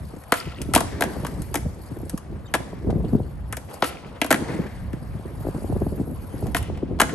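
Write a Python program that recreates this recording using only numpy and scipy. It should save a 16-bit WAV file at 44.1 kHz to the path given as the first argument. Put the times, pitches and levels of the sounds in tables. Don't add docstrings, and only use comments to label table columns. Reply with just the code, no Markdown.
import sys
import numpy as np
from scipy import signal
from scipy.fft import rfft, irfft, next_fast_len
from scipy.io import wavfile
from scipy.ndimage import uniform_filter1d, map_coordinates

SR = 44100
rng = np.random.default_rng(int(sys.argv[2]) if len(sys.argv) > 2 else 0)


def file_out(sig):
    cols = np.atleast_2d(sig).T
    lim = np.clip(cols, -1, 1)
    pcm = np.round(lim * 32767).astype(np.int16)
    wavfile.write(sys.argv[1], SR, pcm)


def decibels_to_gain(level_db):
    exponent = np.asarray(level_db, float) / 20
    return 10 ** exponent


N = 315006

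# (frequency [Hz], level [dB])
HISS_COLOUR = [(3000, -45), (6000, -16), (9000, -6.5), (12300, 4), (13200, -26.5)]
# (frequency [Hz], level [dB])
GRIT_COLOUR = [(1500, -39), (3000, -13), (4500, 8), (6000, -1), (9000, 4.5), (12300, -12.5), (13200, -27)]
# (frequency [Hz], width [Hz], level [dB])
DECK_MODES = [(285, 80, 1), (487, 80, -2.5), (678, 121, 0), (852, 97, -3), (1090, 207, -0.5),
              (1350, 202, -1.5), (1620, 244, 0), (1947, 380, -0.5), (2500, 516, -0.5), (3024, 646, 0),
              (4640, 3600, -16)]


def unit(x):
    return x / np.sqrt(np.mean(x ** 2) + 1e-20)


def along(points, hz):
    f, v = np.transpose(points)
    return np.interp(np.log(hz + 1), np.log(f + 1), v)


def curves(rows):
    s, *cols = np.transpose(rows)
    return [np.interp(np.arange(N) / SR, s, c) for c in cols]


def wobble(rate):
    knots = rng.standard_normal(int(N * rate / SR) + 4)
    return map_coordinates(knots, [np.arange(N) * rate / SR])


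def filtered(x, response):
    m = next_fast_len(x.shape[-1] + 8192)
    return irfft(rfft(x, m) * response(np.fft.rfftfreq(m, 1 / SR)), m)[..., :x.shape[-1]]


def noise(spectrum, channels=1, patchy_db=0):
    z = signal.stft(rng.standard_normal((channels, N)), nperseg=256)[2]
    field = uniform_filter1d(rng.standard_normal(z.shape[1:]), size=5, axis=0)
    field = uniform_filter1d(field, size=8, axis=1)
    patchy = signal.istft(z * decibels_to_gain(patchy_db * unit(field)), nperseg=256)[1][:, :N]
    return unit(filtered(patchy, lambda hz: decibels_to_gain(along(spectrum, hz))))


def modes(table):
    def response(f):
        return sum((-1) ** k * decibels_to_gain(db) * 1j * f * w / (c * c - f * f + 1j * f * w)
                   for k, (c, w, db) in enumerate(table))
    return response


def ports(x, loose):
    # (frequency [Hz], phase [radians])
    left_lead = [(0, 0), (1640, 0.35), (3100, 1.4), (4130, 1.0), (5000, 1.4), (6630, 0.0), (7580, 1.3),
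                 (8870, -0.6), (11800, -6.1), (12400, -6.4), (13400, -9.5), (14400, -9.7), (15000, -12.6),
                 (16500, -12.6)]
    # (frequency [Hz], level step [dB])
    left_over_right = [(60, -16), (110, 9), (200, -0.5), (380, 0.5), (700, 2), (1290, 3), (2380, 3),
                       (4400, 8.5), (8120, 3.5), (11500, -1.5), (15000, 6)]

    def both(hz):
        step = decibels_to_gain(along(left_over_right, hz) / 2) * np.exp(.5j * along(left_lead, hz))
        return np.array([step, 1 / step])
    return filtered(x[0], both) + loose * x[1:]


def bump(t, hz):
    u = np.pi * hz * t
    return (1 - 2 * u * u) * np.exp(-u * u)


def wind():
    # (time [s], swell level [dB], flutter level [dB])
    gusts = [(0.0, -33, -44), (0.34, -48.5, -58), (0.73, -28, -38), (0.99, -36, -35.5),
             (1.65, -28.5, -45.5), (1.81, -38.5, -45.5), (2.58, -34, -45), (2.68, -42.5, -43),
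             (2.96, -23, -30), (3.06, -31.5, -37), (3.16, -29, -30.5), (3.34, -32.5, -51), (3.54, -28, -47),
             (3.64, -39, -47), (4.28, -38, -44.5), (4.32, -44, -23), (4.39, -37, -29), (4.91, -30.5, -51.5),
             (5.37, -33.5, -46.5), (5.62, -34, -45), (5.79, -27, -37.5), (6.28, -33.5, -46.5),
             (6.48, -28, -32), (6.54, -30.5, -35), (6.82, -31.5, -39), (7.12, -30, -35.5), (7.14, -35, -26)]
    # (time [s], level [dB], centre [Hz], sharp front relative to the puff [dB])
    set_puffs = [(0.134, -30, 202, -21), (0.165, -26, 233, -20), (0.47, -24, 124, -15),
                 (0.61, -25, 159.3, -14), (0.685, -24, 225, -19), (1.163, -20.5, 320, -12),
                 (1.194, -25, 121, -7), (1.23, -22, 133, -8.5), (1.395, -25, 175.6, -28),
                 (1.655, -17.5, 126, -15.5), (1.914, -22.5, 123, -16), (1.965, -26, 208, -11),
                 (2.0, -27.5, 122, -9), (2.028, -25.5, 220, -13), (2.058, -37, 137, -19),
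                 (2.138, -19, 191, -19), (2.221, -42, 196, -19), (2.296, -28, 175, -22),
                 (2.324, -23, 168, -28), (2.359, -26.5, 124, -27), (2.6, -23, 175, -8.5),
                 (2.728, -28, 503, -5), (2.845, -22, 200, -18), (2.868, -16.5, 160, -19),
                 (2.885, -14, 300, -29), (2.895, -17.5, 300, -3), (2.923, -18.5, 148, -7.5),
                 (2.95, -18.5, 130, -23), (3.0, -20, 170, -18), (3.041, -13, 285, -18),
                 (3.084, -27, 148, -17), (3.129, -13, 200, -12), (3.146, -11.5, 180, -12.5),
                 (3.197, -19, 121, -8.5), (4.497, -21, 226, -19), (4.589, -18.5, 250, -19),
                 (4.932, -18, 160, -25), (5.016, -28, 122, -25), (5.146, -28.5, 121, -20),
                 (5.252, -25.5, 123, -20), (5.403, -27, 220, -11), (5.447, -23, 347, -6),
                 (5.465, -23, 256, 1.5), (5.482, -24, 200, -1), (5.543, -23, 165, -8.5),
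                 (5.556, -23, 150, -15), (5.579, -27, 220, -12), (5.617, -29, 200, -7),
                 (5.64, -22, 160, -4.5), (5.695, -17, 190, -14), (5.721, -14.5, 131, -8),
                 (5.759, -17.5, 167, -12), (5.815, -15, 302, -7), (5.863, -17, 170, -7),
                 (5.921, -21.5, 223, -27), (5.976, -25.5, 248, -16), (5.994, -19, 175, -11.5),
                 (6.009, -19, 200, -14), (6.338, -28, 260, -20), (6.422, -22.5, 123.4, -3.5),
                 (6.456, -25, 160, -3), (6.475, -23, 153, -18), (6.695, -28, 215, 0.5),
                 (6.828, -15.5, 268, -24), (6.908, -22, 234, -11)]
    # (frequency [Hz], level [dB])
    swell_colour = [(15, -42), (30, -16), (60, -0.5), (110, -4), (200, -12), (400, -35.5), (800, -71)]
    # (frequency [Hz], level [dB])
    flutter_colour = [(60, -32.5), (150, 0), (270, 0), (450, -6), (750, -21.5), (1200, -35.5),
                      (2500, -80.5), (5000, -120)]

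    swell_db, flutter_db = curves(gusts)
    a, b = noise(swell_colour, channels=2)
    swell = np.array([0.73 * a + 0.25 * b, 0.7 * a - 0.3 * b])
    swell = unit(decibels_to_gain(1.82 * wobble(25) + 1.77 * wobble(9))) * swell
    swell_gain = decibels_to_gain(swell_db)
    a, b = noise(flutter_colour, channels=2) * decibels_to_gain(0.48 * np.array([wobble(30), wobble(33)]))
    flutter = np.array([0.88 * a + 0.34 * b, 0.8 * a - 0.33 * b])
    flutter_gain = decibels_to_gain(flutter_db + 3 * wobble(45) + 2.5 * wobble(9))

    random_puffs = [(s, swell_db[round(s * SR)] + 2.2, 299, -12) for s in rng.uniform(.1, 7, size=20)]
    all_puffs = set_puffs + random_puffs
    puffs, half = np.zeros((2, N)), 3000
    t = np.arange(-half, half) / SR
    for (s, db, centre_hz, front_db), pan in zip(all_puffs, rng.standard_normal(len(all_puffs))):
        at = slice(round(s * SR) - half, round(s * SR) + half)
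        late = t - .003
        front = bump(late, 450) + decibels_to_gain(-17) * bump(late, 950)
        push = bump(t, centre_hz) + decibels_to_gain(front_db + 5) * front
        puffs[:, at] += decibels_to_gain(db + 2.4 * pan * np.array([[1], [-1]])) * push
        flutter_gain[at] += decibels_to_gain(db - 11) * np.exp(-((t - .004) / 0.0076) ** 2)
        swell_gain[at] += decibels_to_gain(db - 15) * np.exp(-((t - .006) / 0.017) ** 2)
    sweep_turns = 0.815
    puffs = filtered(puffs, lambda hz: np.exp(
        -2j * np.pi * sweep_turns * np.log(np.clip(hz, 60, 1500) / 1500)))
    return swell_gain * swell + flutter_gain * flutter + puffs


def walls(x):
    # (frequency [Hz], time [s])
    echo_t60 = [(200, 0.79), (1300, 0.37), (2600, 0.35), (5000, 0.82), (12000, 0.22)]
    out, size, delay = np.zeros((2, N + 2 * SR)), SR // 4, 300
    for at in range(0, N, size):
        hz, t, z = signal.stft(rng.standard_normal((2, SR // 2)), SR, nperseg=256)
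        fade = decibels_to_gain(-60 * t / along(echo_t60, hz)[:, None])
        tail = signal.istft(z * fade, SR, nperseg=256)[1]
        wet = signal.fftconvolve(x[None, at:at + size], tail / np.linalg.norm(tail[0]), axes=1)
        out[:, at + delay:at + delay + wet.shape[1]] += wet
    return out[:, :N]


def slaps(x):
    # (delay left [s], delay right [s], level [dB], centre [Hz], width [Hz])
    flat_walls = [(0.0175, .0182, -14, 1500, 3650), (.0420, 0.024, -36, 1264, 400)]

    def response(hz):
        return sum(modes([(c, w, db)])(hz) * np.exp(-2j * np.pi * hz * np.array([[left], [right]]))
                   for left, right, db, c, w in flat_walls)
    return filtered(x, response)


def wheels():
    # (time [s], drone level [dB], bearing hiss level [dB])
    rolling = [(0, -52.5, -60.5), (.2, -52.5, -62.5), (.24, -54, -63), (.3, -50, -61.5), (.72, -53, -38),
               (.79, -42.5, -60), (.95, -47, -67), (1.13, -44.5, -56), (1.49, -53.5, -59),
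               (1.75, -52.5, -66), (2.01, -52, -59.5), (2.3, -55, -72.5), (2.7, -50, -69),
               (2.9, -56.5, -72), (3.1, -52, -61.5), (3.42, -54.5, -73), (3.68, -53.5, -65),
               (3.69, -44.5, -63.5), (3.78, -48.5, -61.5), (4.2, -51.5, -48.5), (4.35, -49, -55),
               (4.5, -40, -64), (4.7, -49, -64.5), (4.9, -51.5, -68.5), (5.3, -51.5, -64.5),
               (5.4, -49, -56.5), (5.75, -50, -57), (6.09, -53.5, -57.5), (6.4, -49, -57),
               (6.95, -53.5, -63), (7.14, -54, -68.5)]
    # (take-off [s], landing [s])
    flights = [(.33, .737), (3.83, 4.31), (6.55, 7.0)]
    # (frequency [Hz], level [dB])
    drone_colour = [(200, -32), (500, 7), (1000, 2), (1400, -4), (1900, -8), (3000, -14.5), (5000, -25),
                    (12000, -52.5)]

    drone_db, hiss_db = curves(rolling)
    t = np.arange(N) / SR
    for up, down in flights:
        hiss_db = hiss_db + np.maximum(-98 * (t - up), -20.5) * (t > up) * (t < down)
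    grit_db = -66.5 + (drone_db - drone_db.mean()) + 0.42 * (hiss_db - hiss_db.mean())
    grain, surface = wobble(170), wobble(8.4)
    drone = decibels_to_gain(drone_db + 0.66 * wobble(35)) * noise(drone_colour, channels=3, patchy_db=2.0)
    grit = decibels_to_gain(grit_db + 2.8 * grain + 2.0 * surface) * noise(GRIT_COLOUR, channels=3, patchy_db=2.5)
    hiss = decibels_to_gain(hiss_db + 1.7 * grain + 0.5 * surface) * noise(HISS_COLOUR, channels=3, patchy_db=4.0)
    return ports(drone, loose=1.0) + ports(grit, loose=0.15) + ports(hiss, loose=0.095)


def trucks():
    # (time [s], level [dB], frequency [Hz])
    ticks = [(0.402, -18.5, 4840), (0.455, -27, 2740), (0.497, -36, 4700), (.5455, -33, 3530),
             (.5605, -38.5, 4400), (.586, -26.5, 2700), (0.649, -39, 3670), (2.467, -43, 4600),
             (3.971, -26.5, 2400), (4.047, -31, 2170)]
    # (start [s], length [s], from [Hz], to [Hz], level [dB])
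    squeaks = [(2.453, 0.025, 3750, 3600, -54), (2.472, 0.027, 3180, 2900, -57),
               (6.28, 0.11, 3200, 2950, -65)]
    out, t = np.zeros(N), np.arange(SR // 10) / SR
    for s, db, hz in ticks:
        shape = decibels_to_gain(db - 60 * t / 0.0067) * (1 - np.exp(-t / 0.00032))
        out[round(s * SR):][:len(t)] += shape * np.sin(2 * np.pi * hz * t)
    rough, waver = decibels_to_gain(2.5 * wobble(200)), 1 + .025 * wobble(300)
    for s, length, from_hz, to_hz, db in squeaks:
        at = slice(round(s * SR), round(s * SR) + len(t))
        u = np.clip(t / length, 0, 1)
        pitch = (from_hz + (to_hz - from_hz) * u) * waver[at]
        turn = 2 * np.pi * np.cumsum(pitch) / SR
        tone = np.sin(turn) + 0.55 * np.sin(2 * turn)
        out[at] += decibels_to_gain(db) * np.sin(np.pi * u) * rough[at] * tone
    return out


def chatter():
    # (start [s], rise [s], level [dB], fall by 60 dB [s])
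    settles = [(.8, 0.083, -48, 2.8), (2.56, 0.056, -51.5, 1.15), (4.34, 0.19, -43, 1.15),
               (7.03, 0.078, -46, 1.1)]
    # (frequency [Hz], width [Hz], level [dB])
    truck_modes = [(1500, 350, 6.5), (1850, 550, 16.5), (2400, 360, 0)]
    t = np.arange(N) / SR
    level = sum(decibels_to_gain(db - 60 * np.maximum(t - s - rise, 0) / t60) * np.clip((t - s) / rise, 0, 1)
                for s, rise, db, t60 in settles)
    uneven = decibels_to_gain(2.5 * wobble(120)) * rng.standard_normal(N)
    return level * unit(filtered(uneven, modes(truck_modes)))


def shoe():
    # (start [s], length [s], rasp level [dB], hum level [dB], hum fall by 60 dB [s],
    #         loudest humming mode [Hz], narrow ring level [dB])
    drags = [(0.324, 0.097, -44, -40, 0.98, 2300, -39), (3.834, 0.071, -42, -42.5, 0.93, 2300, -43),
             (6.546, 0.05, -39, -43, 0.8, 2500, -51)]
    t, rasp, hum = np.arange(N) / SR, 0, 0
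    narrow_mode = [(1330, 45, 0)]
    ring_t60 = 0.81
    for s, length, rasp_db, hum_db, t60, hz, ring_db in drags:
        rasp = rasp + decibels_to_gain(rasp_db) * np.sin(np.pi * np.clip((t - s) / length, 0, 1))
        free = [(c, w, -8 * abs(np.log2(c / hz))) for c, w, _ in DECK_MODES[7:10]]
        broad = unit(filtered(rng.standard_normal(N), modes(free)))
        hum = hum + decibels_to_gain(hum_db - 60 * np.abs(t - s) / t60) * (t > s) * broad
        ring = unit(filtered(rng.standard_normal(N), modes(narrow_mode)))
        hum = hum + decibels_to_gain(ring_db - 60 * np.abs(t - s) / ring_t60) * (t > s) * ring
    sand = noise(HISS_COLOUR)[0] + 0.87 * noise(GRIT_COLOUR)[0]
    return rasp * decibels_to_gain(0.57 * wobble(180)) * sand + hum * decibels_to_gain(4.0 * wobble(40) + 2.6 * wobble(150))


def peak(x):
    return x / np.abs(x).max()


def blows():
    # (time [s], knock level [dB], thud relative to knock [dB],
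    #         crack relative to knock [dB], loudest mode [Hz])
    contacts = [(.236, -44, -7, 12, 1500), (0.321, -4.5, -2.5, 1, 1350), (0.339, -15.5, -8, 2, 1300),
                (0.616, -30.5, -16, 12.5, 2720), (0.7364, -11, -6, 5.5, 1350), (0.749, -12.5, -3, 13, 2400),
                (0.7594, -10, 7.5, 9.5, 860), (0.7762, -12.5, -3, 5, 1080), (0.785, -27, 4, 3, 1100),
                (0.8053, -17, 1, 4.5, 1130), (1.0081, -19.5, 7, 10, 1400), (1.0213, -7.5, -6, -0.5, 1500),
                (1.0359, -37.5, 23, 24.5, 1080), (1.049, -30, -20, -9, 1650), (1.2475, -20.5, -1, -4, 1130),
                (1.2658, -23.5, -38, 6, 1280), (1.419, -41, -12, 17, 1330), (1.5416, -19.5, -1, 10.5, 1090),
                (1.5543, -16, -1.5, 8.5, 1820), (1.571, -34.5, 8, 11, 1500), (2.0953, -36, 0, 19, 1590),
                (2.1758, -33.5, -33, 10.5, 1070), (2.5385, -8, -6.5, -1, 1630), (2.5438, -14, -1, -4, 890),
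                (2.5497, -15.5, -3, 6, 980), (2.9037, -47, 23, 2, 1310), (3.047, -44.5, -20, -1, 3300),
                (3.525, -23.5, -5, 12.5, 1450), (3.5682, -28.5, 0.5, 12.5, 1820),
                (3.711, -43, -20, 5, 2900), (3.74, -48.5, 17, 21, 1020), (3.8227, -7, -1, -10, 1210),
                (3.842, -16.5, -7, 0, 1300), (4.2152, -8, -3, -0.5, 2220), (4.244, -20, 2, 0, 1300),
                (4.2625, -29, -10.5, 8, 1110), (4.3055, -8.5, 1.5, 2, 1530), (4.3119, -6.5, -1, 5.5, 1600),
                (4.3256, -5.5, -10.5, 2, 1500), (4.3417, -13.5, -4.5, -3, 1740),
                (4.358, -25, -7, -12, 1800), (4.9302, -35.5, -13, 4.5, 1470), (6.4675, -49, 21.5, 21, 1080),
                (6.5465, -10.5, -3.5, -0.5, 1730), (6.566, -16.5, -12, 2, 1180),
                (6.627, -39, -20, 13, 3000), (6.773, -40, 6.5, 1, 2400), (6.989, -36.5, 12, -26.5, 910),
                (6.999, -5.5, -6, -1.5, 1160), (7.0038, -7.5, -14, 2.5, 1440), (7.0149, -6, -2, 2, 1460),
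                (7.03, -21, -1, -1, 1500), (7.092, -27.5, 0, -2.5, 1600)]
    out, t = np.zeros(N + SR), np.arange(SR // 8) / SR
    low = [mode for mode in DECK_MODES if mode[0] < 780]
    bins = np.fft.rfftfreq(len(t), 1 / SR)
    for s, db, thud_db, crack_db, hz in contacts:
        t60 = max(0.033 - 0.00049 * db, .004)
        fade = decibels_to_gain(-60 * t / t60 * [[1], [1.3]]) * (1 - np.exp(-t / 0.00029))
        rattle = rng.standard_normal((2, len(t))) * fade
        rattle[:, round(.0011 * SR)] += decibels_to_gain([17, 12.5])
        colour = uniform_filter1d(np.abs(rfft(rattle[0])) ** 2, size=500 // 8) ** .5
        rattle[0] = filtered(rattle[0], lambda f: 1 / np.interp(f, bins, colour))
        high = [(c, w, level - min(13.5 * abs(np.log2(c / hz)), 14))
                for c, w, level in DECK_MODES[len(low):]]
        knock = peak(filtered(rattle[0], modes(high)))
        thud = decibels_to_gain(thud_db) * peak(filtered(rattle[0], modes(low)))
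        crack = decibels_to_gain(crack_db) * peak(filtered(rattle[1], lambda f: (1j * f / (5000 + 1j * f)) ** 2))
        out[round(s * SR):][:len(t)] += decibels_to_gain(db) * (knock + thud + crack)
    return out[:N]


def scene():
    board = blows() + shoe() + trucks() + chatter()
    echoing = ports(np.vstack([board, walls(board)]), loose=decibels_to_gain(-13.0))
    return echoing + slaps(board) + wheels() + wind()


def band_limit(x):
    return signal.sosfilt(signal.butter(12, 16870, fs=SR, output="sos"), x)


def record(dry):
    # (frequency [Hz], level [dB])
    top_end = [(5000, 1), (7000, 1.5), (8900, 2.5), (9700, 7), (10200, 4.5), (10800, 7), (11400, 7),
               (12300, -10), (13000, -6), (14000, -46), (15500, -21), (16600, -51.5)]

    def camera(hz):
        late = np.exp(-2j * np.pi * 0.916 * np.log(np.clip(hz, 60, 1000) / 1000))
        return decibels_to_gain(along(top_end, hz)) * late
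    heard = filtered(dry, camera)
    heard = heard / (1 + np.abs(heard / .97) ** 6) ** (1 / 6)
    return band_limit(heard)


dry = scene()
out = record(dry)
file_out(out)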